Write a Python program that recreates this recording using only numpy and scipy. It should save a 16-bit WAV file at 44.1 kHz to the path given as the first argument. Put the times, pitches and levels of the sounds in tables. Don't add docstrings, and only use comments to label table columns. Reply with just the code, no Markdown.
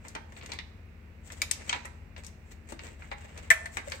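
import sys
import numpy as np
from scipy import signal
from scipy.fft import rfft, irfft, next_fast_len
from scipy.io import wavfile
from scipy.ndimage import map_coordinates

SR = 44100
rng = np.random.default_rng(int(sys.argv[2]) if len(sys.argv) > 2 else 0)


def wrap_up_sound(samples):
    columns = np.atleast_2d(samples).T
    tamed = np.clip(columns, -1, 1)
    steps = np.round(tamed * 32767).astype(np.int16)
    wavfile.write(sys.argv[1], SR, steps)


N = 176400


def amp(db):
    return 10 ** (np.asarray(db) / 20)


def unit(x):
    return x / np.sqrt(np.mean(x ** 2) + 1e-20)


def along(points, hz):
    f, v = np.transpose(points)
    return np.interp(np.log(hz + 1), np.log(f + 1), v)


def wobble(rate):
    knots = rng.standard_normal(int(N * rate / SR) + 4)
    return map_coordinates(knots, [np.arange(N) * rate / SR])


def filtered(x, response):
    size = next_fast_len(N + SR // 2)
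    return irfft(rfft(x, size) * response(np.fft.rfftfreq(size, 1 / SR)), size)[..., :N]


def add(track, s, sound):
    i = round(s * SR)
    track[:, i:i + sound.shape[-1]] += sound[..., :N - i]


def pair(a, b, alike):
    angle = np.arccos(np.clip(alike, -1, 1)) / 2
    mid, side = np.cos(angle) * a, np.sin(angle) * b
    return np.array([mid + side, mid - side])


# f/Hz, level/dB
HUM_PARTIALS = [(49.8, -57.5), (75, -53), (82.4, -64.5), (89.3, -57), (224.6, -64)]
def machine_hum():
    t = np.arange(N) / SR
    hum = np.zeros(N)
    for hz, db in HUM_PARTIALS:
        peak = np.sqrt(2) * amp(db + wobble(1.3))
        hum += peak * np.sin(2 * np.pi * hz * t + 0.48 * wobble(1.6))
    return hum


# f/Hz, relative level/dB
ROOM_TONE_COLOUR = [(15, -57), (28, -35), (45, -4), (62, -5), (85, -2), (110, -8), (180, -10), (310, -19),
                    (450, -19.5), (660, -24), (1200, -28), (2100, -25), (2750, -28.5), (3100, -38.5),
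                    (5000, -42.5), (8500, -48), (9500, -56), (15500, -47)]
# f/Hz, likeness/0..1
ROOM_TONE_ALIKE = [(60, 0.9), (150, 0.84), (300, 1), (700, 0.22), (2000, 0.033), (8000, .05)]
def room_tone():
    hz = np.fft.rfftfreq(N, 1 / SR)
    spectra = pair(*rfft(rng.standard_normal((2, N))), along(ROOM_TONE_ALIKE, hz))
    return amp(-53.5) * unit(irfft(spectra * amp(along(ROOM_TONE_COLOUR, hz)), N))


# f/Hz, relative level/dB
RUB_COLOUR = [(100, -1.5), (300, 7), (700, 5), (1200, -1), (2200, 6), (3200, -2.5), (5500, -7),
              (8200, -1.5), (9500, -31.5), (11000, -20.5), (15000, -12.5)]
# middle t/s, width/s, level/dB, treble lift and bass cut/dB
STROKES = [(0.074, 0.095, -56, -4), (0.363, 0.076, -58.5, -1.5), (0.485, 0.098, -54, -6.5),
           (0.551, 0.015, -55, -7.5), (1.274, 0.025, -55.5, 3), (1.37, 0.12, -57.5, -0.5),
           (1.567, 0.15, -59.5, -8.5), (1.679, .04, -52, -1.5), (1.759, 0.025, -48.5, -7),
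           (2.183, 0.026, -56, -4.5), (2.259, 0.057, -61, 1), (2.501, 0.069, -63.5, 0.5),
           (2.708, 0.047, -53.5, -0.5), (2.862, 0.094, -54.5, -3), (3.04, 0.091, -60.5, -4),
           (3.22, 0.051, -66, -3), (3.33, 0.24, -57, -4.5), (3.744, 0.027, -50, 3.5),
           (3.788, 0.024, -48.5, -7.5), (3.895, 0.044, -50.5, -1), (3.962, 0.039, -53, 1.5)]
def finger_rubs(catches_per_s=170, catch_db=14.5):
    t, out = np.arange(N) / SR, np.zeros((2, N))
    grains = rng.standard_normal((2, N)) * amp(2.7 * wobble(500) + 5.2 * wobble(60))
    catches = (rng.random(N) < catches_per_s / SR) * rng.standard_normal(N)
    rustle = unit(filtered(grains + amp(catch_db) * catches, lambda hz: amp(along(RUB_COLOUR, hz))))
    treble = filtered(rustle, lambda hz: hz ** 4 / (hz ** 4 + 4000 ** 4))
    bass = rustle - treble
    for s, width, db, bright_db in STROKES:
        swell = amp(db) * np.exp(-2 * ((t - s) / width) ** 2)
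        out += swell * (bass * amp(-bright_db) + treble * amp(bright_db))
    return out


BAND_HZ = [650, 2000, 4300, 7800, 11000]
# f/Hz, relative level/dB
CONTACT_COLOUR = [(60, -22.5), (250, -10.5), (450, -11.5), (600, -5), (720, -7), (900, -2.5), (1200, -5),
                  (1600, -1), (2000, 2.5), (2450, 1.5), (3000, -4.5), (3700, -4), (4800, -5), (6000, -3),
                  (8000, -4.5), (8800, -7), (9500, -20), (11000, -13), (15000, -22.5)]
def crack(band_db, t60, size=4096):
    t, hz = np.arange(size) / SR, np.fft.rfftfreq(size, 1 / SR)
    knots = t[::32]
    grit = np.exp(0.2 * np.interp(t, knots, rng.standard_normal(len(knots))))
    burst = pair(*rng.standard_normal((2, size)), alike=0.52) * grit * amp(-60 * t / t60)
    colour_db = along(CONTACT_COLOUR, hz) + along(list(zip(BAND_HZ, band_db)), hz)
    cepstrum = irfft(np.log(amp(colour_db)))
    cepstrum[1:size // 2] *= 2
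    cepstrum[size // 2 + 1:] = 0
    return 2 * irfft(rfft(unit(burst)) * np.exp(rfft(cepstrum)))


# t/s, one unplayed column, relative level/dB in each of the lowest four bands
TAPS = [(0.05, -57, -39.5, -56.5, -90, -76), (0.083, -57, -67, -77, -52, -54.5),
        (0.1511, -43, -34.5, -43, -47, -57.5), (0.161, -47, -34.5, -42.5, -64, -115),
        (0.322, -58, -49, -56, -65, -70), (0.366, -61, -56, -56, -53, -109),
        (0.412, -48, -54, -54.5, -53, -87), (0.425, -59, -56, -56, -58, -89),
        (0.461, -56, -50, -56, -53, -57.5), (0.5189, -48, -41, -48, -36.5, -57.5),
        (0.534, -57, -42, -50, -58, -58), (0.588, -53, -43.5, -42, -40.5, -65.5),
        (0.605, -66, -57, -67, -71, -86), (1.302, -55, -48, -46.5, -59, -73),
        (1.321, -65, -52, -62, -53.5, -54.5), (1.702, -46, -40, -43, -46, -66),
        (1.711, -50, -43, -47, -48, -70), (1.7446, -32, -41, -42, -63, -78),
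        (1.7602, -40, -39, -51, -54, -76), (1.849, -52, -42, -49.5, -63, -74.5),
        (1.854, -55, -45.5, -45, -60, -51.5), (2.164, -57, -47, -52.5, -50, -79),
        (2.236, -62, -52, -59, -60, -65), (2.247, -66, -71, -67, -52, -61),
        (2.266, -70.5, -62, -71, -53.5, -54), (2.689, -56, -57, -58, -67, -64),
        (2.722, -48, -36, -50, -56, -58), (2.792, -60.5, -47, -46.5, -49.5, -73),
        (2.868, -59, -50, -59, -55.5, -64.5), (3.022, -55, -50, -49, -67, -79),
        (3.1153, -41, -35.5, -39, -48.5, -74), (3.123, -45, -37, -45, -66, -71),
        (3.363, -58.5, -45, -54, -69, -84.5), (3.376, -60, -44.5, -55, -54.5, -58.5),
        (3.658, -54, -49, -54, -47.5, -83), (3.7704, -38, -32.5, -30.5, -43, -48),
        (3.899, -55, -58, -82, -60, -55.5), (3.9197, -52, -37, -39.5, -39, -54.5),
        (3.935, -49, -74, -60, -58, -65.5)]
def taps():
    out = np.zeros((2, N))
    for s, _, *band_db in TAPS:
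        add(out, s, amp(-2.5) * crack(band_db, t60=0.031))
    return out


def ring(modes, attack_s):
    t = np.arange(SR // 2) / SR
    tones = sum(amp(db - 60 * t / t60) * np.sin(2 * np.pi * hz * t) for hz, db, t60 in modes)
    return tones * (1 - np.exp(-t / attack_s))


# t/s, f/Hz, level/dB, t60/s
HOLLOW_BUMPS = [(.152, 920, -36.5, 0.058), (1.73, 975, -32, 0.13), (1.731, 841, -33.5, 0.1),
                (2.722, 260, -38.5, 0.086), (2.725, 333, -36.5, 0.055), (3.114, 810, -34.5, 0.088),
                (3.511, 659, -21, 0.059), (3.666, 692, -41, 0.079), (3.874, 573, -28.5, 0.048),
                (3.937, 532, -36, 0.046)]
def hollow_bumps():
    out = np.zeros((2, N))
    for s, *mode in HOLLOW_BUMPS:
        add(out, s, ring([mode], attack_s=0.0025))
    return out


# t/s, low mode f/Hz, level/dB, high mode f/Hz, level/dB, crack's relative level/dB in five bands
BOTTLE_DENTS = [(1.4181, 2285, -10, 5020, -15.5, -44.5, -40, -35.5, -44, -36),
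                (1.5118, 1954, -22.5, 8090, -20, -50.5, -44.5, -37.5, -37.5, -34.5),
                (1.6942, 2440, -19, 3146, -14, -51, -40.5, -39, -43.5, -66),
                (1.7278, 950, -17.5, 1860, -22, -36, -34, -36, -54, -65.5)]
def bottle_snaps(mode_t60=0.021):
    cracks, rings = np.zeros((2, 2, N))
    for s, low_hz, low_db, high_hz, high_db, *band_db in BOTTLE_DENTS:
        modes = [(low_hz, low_db, mode_t60), (high_hz, high_db, mode_t60)]
        add(cracks, s, crack(band_db, t60=0.027))
        add(rings, s, ring(modes, attack_s=0.0023))
    return cracks, rings


# t/s, relative level/dB, extra left over right/dB
CLACK_HITS = [(3.5028, -5.5, 7), (3.5107, -7.5, -4), (3.6575, -26.5, 1)]
# f/Hz, relative level/dB
PART_MODES = [(1600, -17), (1779, 0), (2029, -3), (2200, -17), (2345, -18)]
# f/Hz, relative level/dB
LONG_MODES = [(1782, 0), (1836, -8), (2030, -7)]
CLACK_BANDS = [-31, -20, -36, -33, -27.5]
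def clack(short_t60=0.036, long_t60=0.39):
    cracks, rings = np.zeros((2, 2, N))
    modes = [(hz, db + 2.5, short_t60) for hz, db in PART_MODES]
    modes += [(hz, db - 31.5, long_t60) for hz, db in LONG_MODES]
    for s, db, left_db in CLACK_HITS:
        gain = amp([[db + left_db / 2], [db - left_db / 2]])
        add(rings, s, gain * ring(modes, attack_s=0.0023))
        add(cracks, s, gain * crack(CLACK_BANDS, t60=0.053))
    return cracks, rings


# f/Hz, t60/s
ROOM_DECAY = [(200, 1), (1000, 0.71), (2500, 0.41), (8000, 0.64), (15000, 0.11)]
def room(x, early_db=7, early_t60=0.14):
    hz, t, noise = signal.stft(rng.standard_normal((2, SR // 2)), SR, nperseg=256)
    decay = amp(-60 * t / along(ROOM_DECAY, hz)[:, None])
    late = signal.istft(noise * decay, SR, nperseg=256)[1]
    t = np.arange(late.shape[1]) / SR
    early = rng.standard_normal(late.shape) * amp(-60 * t / early_t60) * (1 - np.exp(-t / 0.0011))
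    response = late / np.linalg.norm(late[0]) + amp(early_db) * early / np.linalg.norm(early[0])
    return signal.fftconvolve(x, response, axes=1)[:, :N]


def placed(x, left_db, lag_s=0):
    side = np.array([[.5], [-.5]])
    return filtered(x, lambda hz: amp(side * along(left_db, hz)) * np.exp(2j * np.pi * hz * side * lag_s))


# f/Hz, left over right/dB
DIRECT_BALANCE = [(100, -5.5), (600, 5.5), (2000, -1.5), (3200, 5), (5000, 8), (8000, 25), (14000, 4.5)]
# f/Hz, left over right/dB
DIFFUSE_BALANCE = [(100, 3), (380, 4), (700, -2.5), (1300, -3.5), (2400, -7.5), (4400, -4.5), (8000, 6.5),
                   (15000, 4.5)]
def scene():
    handling = taps() + hollow_bumps() + finger_rubs()
    snap_cracks, snap_rings = bottle_snaps()
    clack_cracks, clack_rings = clack()
    # sound, send to the room/dB
    layers = [(handling, -10), (snap_cracks, -10), (clack_cracks, -11), (snap_rings + clack_rings, -24)]
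    direct = sum(sound for sound, _ in layers)
    reverb = sum(amp(send_db) * room(sound) for sound, send_db in layers)
    diffuse = reverb + machine_hum() + room_tone()
    return placed(direct, DIRECT_BALANCE, lag_s=0.000424) + placed(diffuse, DIFFUSE_BALANCE)


def record(dry):
    ceiling, top_hz = 0.93, 15900
    rounded = dry / (1 + (dry / ceiling) ** 10) ** (1 / 10)
    return filtered(rounded, lambda hz: hz < top_hz)


dry = scene()
out = record(dry)
wrap_up_sound(out)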